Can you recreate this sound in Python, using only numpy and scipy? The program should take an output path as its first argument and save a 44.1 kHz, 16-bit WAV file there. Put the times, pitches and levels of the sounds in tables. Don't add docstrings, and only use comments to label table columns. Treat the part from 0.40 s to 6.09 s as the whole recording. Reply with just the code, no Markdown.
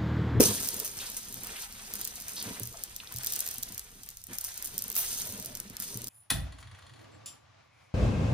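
import sys
import numpy as np
from scipy import signal
from scipy.fft import rfft, irfft, next_fast_len
from scipy.io import wavfile
from scipy.ndimage import uniform_filter1d

SR = 44100
rng = np.random.default_rng(int(sys.argv[2]) if len(sys.argv) > 2 else 0)


def invert_db(level):
    return 10 ** (np.asarray(level, dtype=float) / 20)


def store_wav(level_fs):
    pcm = np.round(np.clip(np.atleast_2d(level_fs), -1, 1) * 32767)
    wavfile.write(sys.argv[1], SR, pcm.T.astype(np.int16))


N = 250929
T = np.arange(N) / SR

RISE_S = 0.002
WIDE_DB = -5.5
OPPOSITE = np.array([[1], [-1]])


def level(x, db):
    return np.asarray(x) * invert_db(db) / np.sqrt(np.mean(np.square(x)))


def colour(x, points):
    size = next_fast_len(N)
    hz, db = np.transpose(points)
    bins_hz = np.arange(size // 2 + 1) * SR / size
    gain = invert_db(np.interp(np.log(bins_hz + 1), np.log(hz), db))
    return irfft(rfft(x, size) * gain, size)[..., :N]


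def band(x, lo_hz, hi_hz):
    sos = signal.butter(2, [lo_hz, min(hi_hz, 0.48 * SR)], "bandpass", fs=SR, output="sos")
    return signal.sosfilt(sos, x)


def highpass(x, order, hz):
    return signal.sosfilt(signal.butter(order, hz, "highpass", fs=SR, output="sos"), x)


def lowpass(x, order, hz):
    return signal.sosfilt(signal.butter(order, hz, fs=SR, output="sos"), x)


def curves(rows):
    s, *columns = np.transpose(rows)
    return [np.interp(T, s, column) for column in columns]


def add(out, sound, s):
    start = max(int(s * SR), 0)
    out[start:start + len(sound)] += sound[:N - start]


def scatter(rate, spread_db):
    sizes = invert_db(spread_db * np.minimum(rng.exponential(size=N), 4.5))
    return (rng.random(N) < rate / SR) * sizes


def bursts(starts, decay_s):
    envelope = signal.lfilter([1], [1, -np.exp(-1 / (decay_s * SR))], starts)
    return envelope * rng.standard_normal(N)


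def puff(rise_s, decay_s, lo_hz, hi_hz, click=0):
    t = np.arange(SR // 6) / SR - RISE_S
    shape = np.exp(-np.abs(t) / np.where(t < 0, rise_s, decay_s))
    tick = click * signal.unit_impulse(len(t), int(RISE_S * SR))
    y = band(rng.standard_normal(len(t)) * shape + tick, lo_hz, hi_hz)
    return y / np.abs(y).max()


# frequency in Hz, relative level in dB per Hz.
RUMBLE_SPECTRUM = [(12, -61), (20, 11.5), (90, 1), (187, -11.5), (267, -47), (600, -30.5), (780, -77),
                   (1320, -120)]


def rumble():
    mid, side = rng.standard_normal((2, N))
    return level(colour(mid + invert_db(-13.5) * side * OPPOSITE, RUMBLE_SPECTRUM), -59.5)


def room(x, count=8):
    t60_s = 0.1
    t = np.arange(int(0.3 * SR)) / SR
    turn, out = np.floor(T / 0.03) % count, 0
    for k in range(count):
        mid, side = rng.standard_normal((2, len(t))) * invert_db(-60 * t / t60_s) * (t > 0.003)
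        side = highpass(side, 1, 450)
        tail = level([mid + side, mid - side], 0) / np.sqrt(len(t))
        here = x * uniform_filter1d(1.0 * (turn == k), size=400)
        out = out + signal.fftconvolve(here[None], tail)[:, :N]
    return lowpass(out, 1, 6500)


# frequency in Hz, relative level in dB, 60 dB decay in seconds.
TABLE_MODES = [(84, -0.5, 0.28), (121.7, -4, 0.31), (210, 4, 0.036), (260, -5, 0.029), (327, -10.5, 0.096),
               (442.6, 9.5, 0.02), (590, -7, 0.055), (952, 8, 0.031), (2320, -12, 0.027)]


def ring(force, centre_hz, octaves):
    out = 0
    for hz, db, t60 in TABLE_MODES:
        pole = np.exp(2j * np.pi * hz / SR - np.log(1000) / (t60 * SR))
        reach_db = -6 * (np.log2(hz / centre_hz) / octaves) ** 2
        out = out + invert_db(db + reach_db) * signal.lfilter([1], [1, -pole], force).imag
    return out


# time in seconds, level of the dragging in dB, level of the shifting weight in dB.
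PRESS = [(0.0, -28, -45), (0.06, -35, -32), (0.13, -44.5, -45), (.27, -57.5, -49), (0.38, -51, -70),
         (.54, -60, -54), (0.82, -65, -65), (0.95, -59, -51.5), (1.14, -54, -62), (1.28, -79, -65),
         (1.55, -60, -57), (1.85, -68.5, -63), (2.09, -49, -54), (2.22, -60, -59), (2.5, -70.5, -70),
         (2.77, -66, -61.5), (2.92, -62.5, -66.5), (3.3, -72, -57), (3.46, -66.5, -74), (3.58, -73.5, -56),
         (3.73, -75, -77), (3.86, -89, -76), (3.9, -60.5, -51), (4.05, -86, -85), (4.34, -58.5, -55.5),
         (4.6, -62, -63.5), (4.94, -58, -51), (5.12, -60.5, -55), (5.4, -68, -58.5), (5.56, -54, -55.5),
         (5.69, -63, -51)]


def pressing():
    rub_db, press_db = curves(PRESS)
    rub = level(ring(bursts(scatter(700, 1.5), 0.004), 480, 0.8), 0)
    press = level(ring(bursts(scatter(400, 1.5), 0.004), 185, 0.6), 0)
    return rub * invert_db(rub_db) + press * invert_db(press_db)


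# start in seconds, peak in dB ahead of the table's bass loss,
# pitch in Hz that the spot and softness of the landing favour.
THUDS = [(0.0, -6.5, 352), (0.004, -4.5, 388), (0.017, -25, 354), (0.054, -20.5, 189), (0.158, -39, 260),
         (0.197, -38, 124), (0.361, -37.5, 202), (2.059, -36, 230), (2.069, -33.5, 230), (2.077, -35, 302),
         (2.108, -33.5, 227), (2.204, -33.5, 740), (2.213, -31, 142), (2.746, -36.5, 126),
         (3.182, -41, 176), (3.314, -43.5, 134), (3.886, -44, 200), (3.9, -45, 200), (3.915, -40, 210),
         (4.822, -44, 210), (4.909, -42, 216), (4.985, -41, 230), (5.303, -36, 206), (5.554, -31.5, 154.3)]


def landings():
    out = np.zeros(N)
    push_s = 0.0019
    push = np.pad(np.hanning(int(push_s * SR)), (0, SR // 4))
    for s, peak_db, centre_hz in THUDS:
        blow = ring(push, centre_hz, 0.44 + 0.1 * invert_db(peak_db / 2))
        add(out, invert_db(peak_db) * blow / np.abs(blow).max(), s)
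    return out


def table():
    return highpass(pressing() + landings(), 3, 90)


# time in seconds, pitch in Hz, level in dB.
HOLLOW = [(4.84, 630, -71), (4.875, 625, -56), (4.92, 568, -63), (4.97, 588, -61.5), (5.04, 617, -60),
          (5.1, 637, -58), (5.15, 566, -66), (5.2, 522, -87)]


def hollow():
    width_hz = 98
    hz, db = curves(HOLLOW)
    re, im = lowpass(rng.standard_normal((2, N)), 2, width_hz / 2)
    carrier = np.exp(2j * np.pi * np.cumsum(hz) / SR)
    hum = level(((re + 1j * im) * carrier).real, 0)
    return hum * invert_db(db) * (T > HOLLOW[0][0])


# frequency in Hz, relative level in dB per Hz.
SQUELCH_SPECTRUM = [(420, -12), (750, -2.5), (1100, -4.5), (1900, 0), (3500, -6), (4550, -14.5),
                    (7700, -55.5)]


def squelch(level_db):
    return level(colour(bursts(scatter(900, 4.6), 0.0052), SQUELCH_SPECTRUM), 0) * invert_db(level_db)


def peeling(level_db):
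    return level(band(bursts(scatter(900, 2.3), 0.0034), 3270, 9900), 0) * invert_db(level_db)


# frequency in Hz, relative level in dB per Hz.
SNAP_SPECTRUM = [(3500, -19), (5000, -8.5), (6300, -0.5), (7400, -4.5), (9300, -1), (11400, -1),
                 (13400, -2), (15200, -5.5), (16400, -35)]


def crackle(level_db):
    fine = level(bursts(scatter(1900, 2.6), 0.00036), 0)
    coarse = level(bursts(scatter(400, 2.8), 0.0006), 1)
    return level(colour(fine + coarse, SNAP_SPECTRUM), 0) * invert_db(level_db)


# start in seconds, added crackle in dB at the start,
# time in seconds in which it fades to 1/e.
TEARS = [(0.226, -38.5, 0.032), (.445, -32, 0.017), (0.767, -34.5, 0.01), (1.88, -47, 0.11),
         (2.915, -51, 0.011), (3.001, -41, 0.019), (3.932, -43.5, 0.026), (4.009, -32, 0.0033),
         (4.042, -34, 0.025), (4.174, -38, 0.0037), (4.244, -38, 0.02), (4.573, -41, 0.021)]


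def tearing(crackle_db):
    gain = invert_db(crackle_db)
    for s, db, fade_s in TEARS:
        gain = gain + invert_db(db) * (T >= s) * np.exp(-np.abs(T - s) / fade_s)
    return 20 * np.log10(gain)


# time in seconds, level of the fine crackle in dB before tears, level of the wet squelch in dB.
KNEAD = [(0.0, -24.5, -31.5), (0.06, -27, -46), (0.14, -35.5, -50), (0.54, -46.5, -57), (0.63, -43, -50),
         (0.86, -48.5, -62), (1.14, -47.5, -49.5), (1.24, -43.5, -53), (1.28, -54, -56.5),
         (1.6, -46, -55.5), (1.84, -49, -59.5), (2.1, -48, -49), (2.31, -51.5, -63), (2.36, -52.5, -58),
         (2.68, -55, -58), (2.94, -40, -53.5), (3.05, -45.5, -55), (3.33, -52.5, -59), (3.48, -57, -65),
         (3.7, -58, -64), (3.86, -60, -72.5), (3.9, -55.5, -56), (4.1, -48.5, -58), (4.54, -50.5, -58.5),
         (4.57, -38, -46.5), (4.74, -37, -53.5), (5.12, -52, -59), (5.38, -61.5, -60.5),
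         (5.41, -41.5, -55.5), (5.54, -46, -61.5), (5.6, -51.5, -60)]


def kneading():
    crackle_db, squelch_db = curves(KNEAD)
    peel_db = 0.68 * crackle_db + 0.32 * squelch_db
    common = crackle(tearing(crackle_db)) + peeling(peel_db) + squelch(squelch_db)
    wide = invert_db(WIDE_DB) * (peeling(peel_db) + squelch(squelch_db)) * OPPOSITE
    return common, wide


# time of the crest in seconds, peak in dB, pitch in Hz, decay to 1/e in seconds.
SMACKS = [(.005, -22.5, 2000, 0.0033), (0.038, -13, 6440, 0.0024), (0.058, -14, 6100, 0.0075),
          (0.589, -23, 6240, 0.0011), (0.6, -32, 3320, 0.025), (1.059, -43.5, 1070, 0.0041),
          (1.092, -36, 1830, 0.0045), (1.158, -35.5, 2650, 0.032), (1.965, -28.5, 4400, 0.04),
          (1.992, -33.5, 4430, 0.014), (2.011, -29, 4100, 0.0052), (2.34, -43, 960, 0.008),
          (2.343, -47, 605, 0.05), (2.371, -31, 6260, 0.0025), (2.601, -30.5, 3100, 0.0037),
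          (2.634, -43, 1130, 0.0021), (2.673, -33, 4400, 0.002), (2.714, -45.5, 1180, 0.0087),
          (2.809, -44, 1390, 0.0066), (2.935, -22, 6000, 0.0019), (4.575, -16, 12700, 0.042)]


def smacks():
    out = np.zeros(N)
    for s, peak_db, hz, decay_s in SMACKS:
        smack = puff(0.00017, decay_s, hz / 1.24, hz * 1.32, click=0.67)
        add(out, invert_db(peak_db) * smack, s - RISE_S)
    return out


# time of the crest in seconds, peak of the snap in dB ahead of its place left or right.
POPS = [(0.0055, -6.5), (0.036, -10), (0.109, -22), (.247, -19), (0.258, -23), (.275, -15), (0.288, -12),
        (0.343, -18), (.393, -20.5), (0.4, -15), (0.445, -33.5), (.477, -22), (0.577, -23), (0.7, -22),
        (0.9254, -23.5), (0.9426, -20.5), (1.035, -24), (1.0463, -24), (1.07, -22), (1.325, -29),
        (1.5376, -18.5), (1.555, -20), (1.592, -26.5), (1.597, -26.5), (1.6135, -17), (1.6177, -25),
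        (1.6461, -20.5), (1.651, -15.5), (1.675, -17.5), (1.757, -27), (1.769, -30.5), (1.8012, -22),
        (1.8105, -27.5), (1.822, -25), (1.883, -21), (1.894, -25), (2.026, -19.5), (2.1977, -19),
        (2.233, -19), (2.2555, -26), (2.273, -24), (2.437, -15), (2.5633, -21.5), (2.7236, -20.5),
        (2.7405, -29.5), (2.7618, -19.5), (2.77, -22), (2.7855, -20.5), (2.834, -19), (2.8459, -17),
        (2.8627, -13.5), (2.8705, -11), (2.898, -26), (2.9034, -24), (2.923, -12.5), (2.937, -18),
        (2.957, -21), (2.962, -16), (2.9918, -16.5), (3.0049, -12), (3.0649, -19), (3.076, -15.5),
        (3.088, -18.5), (3.1112, -21), (3.114, -21.5), (3.141, -23), (3.1583, -29), (3.1828, -19),
        (3.198, -44.5), (3.228, -19.5), (3.2325, -14.5), (3.289, -28), (3.323, -25.5), (3.346, -27.5),
        (3.3793, -18), (3.3943, -20.5), (3.6341, -28.5), (3.6626, -34), (3.689, -25), (3.703, -31),
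        (3.712, -33), (3.771, -29.5), (3.816, -38), (3.8397, -28), (3.869, -28), (3.985, -17.5),
        (4.012, -18.5), (4.0412, -21.5), (4.047, -16), (4.142, -29.5), (4.177, -21.5), (4.225, -18),
        (4.2478, -23.5), (4.251, -24), (4.259, -19), (4.274, -26), (4.343, -30.5), (4.3799, -13),
        (4.39, -20), (4.422, -15.5), (4.44, -17.5), (4.481, -21), (4.501, -14.5), (4.5173, -20),
        (4.527, -23.5), (4.544, -29.5), (4.554, -16), (4.5587, -19), (4.562, -25), (4.565, -11.5),
        (4.74, -22.5), (4.787, -20), (4.8002, -22), (4.815, -22), (4.8731, -23), (4.902, -27), (4.924, -22),
        (4.999, -22.5), (5.0255, -24.5), (5.0475, -22.5), (5.0594, -19.5), (5.152, -23.5), (5.172, -23.5),
        (5.201, -19), (5.2993, -28), (5.368, -22), (5.401, -17), (5.423, -19.5), (5.573, -21.5),
        (5.618, -25), (5.643, -21.5), (5.6714, -19), (5.6826, -21)]


def pops():
    body_db, body_growth, body_spread_db = -9, 0.9, 1.5
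    film_octaves, pan_db = 0.14, 1.2
    out = np.zeros((2, N))
    for (s, peak_db), (loud, size, place) in zip(POPS, rng.standard_normal((len(POPS), 3))):
        snap = invert_db(peak_db) * puff(0.0002, 0.001, 10600, 15070, click=4.6)
        pitch = 2 ** (film_octaves * np.clip(size, -2, 2))
        body = puff(0.0002, 0.002, 5100 * pitch, 9600 * pitch, click=4)
        unlike = puff(0.0002, 0.002, 5100 * pitch, 9600 * pitch)
        body_gain = invert_db(body_db + body_growth * peak_db + body_spread_db * loud)
        for side, port in zip((1, -1), out):
            film = body_gain * (body + side * invert_db(WIDE_DB) * unlike)
            add(port, invert_db(side * pan_db * place) * (snap + film), s - RISE_S)
    return out


# frequency in Hz, phase in radians by which the left port leads.
PORTS = [(0, 0), (950, -.2), (2070, -2.2), (3100, .2), (4500, -.7), (5340, -2.1), (6300, -1.6),
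         (7300, -3.1), (8900, -5.8), (11300, -9.4), (16000, -15.4)]


def ports(x):
    size = next_fast_len(N)
    hz, lead = np.transpose(PORTS)
    turn = np.exp(0.5j * np.interp(np.arange(size // 2 + 1) * SR / size, hz, lead))
    return irfft(rfft(x, size) * np.array([turn, turn.conj()]), size)[:, :N]


def scene():
    common, wide = kneading()
    slime = common + hollow()
    bursting = pops() + smacks()
    top = table()
    wet = room(slime + invert_db(-7) * bursting.mean(axis=0) + invert_db(-1.5) * top)
    direct = ports(slime + bursting + top) * invert_db(-0.2 * OPPOSITE)
    return direct + wide + invert_db(-0.5) * wet + rumble()


def top_cut(x):
    return signal.sosfilt(signal.butter(12, 16510, fs=SR, output="sos"), x)


def record(dry):
    return top_cut(dry)


dry = scene()
out = record(dry)
store_wav(out)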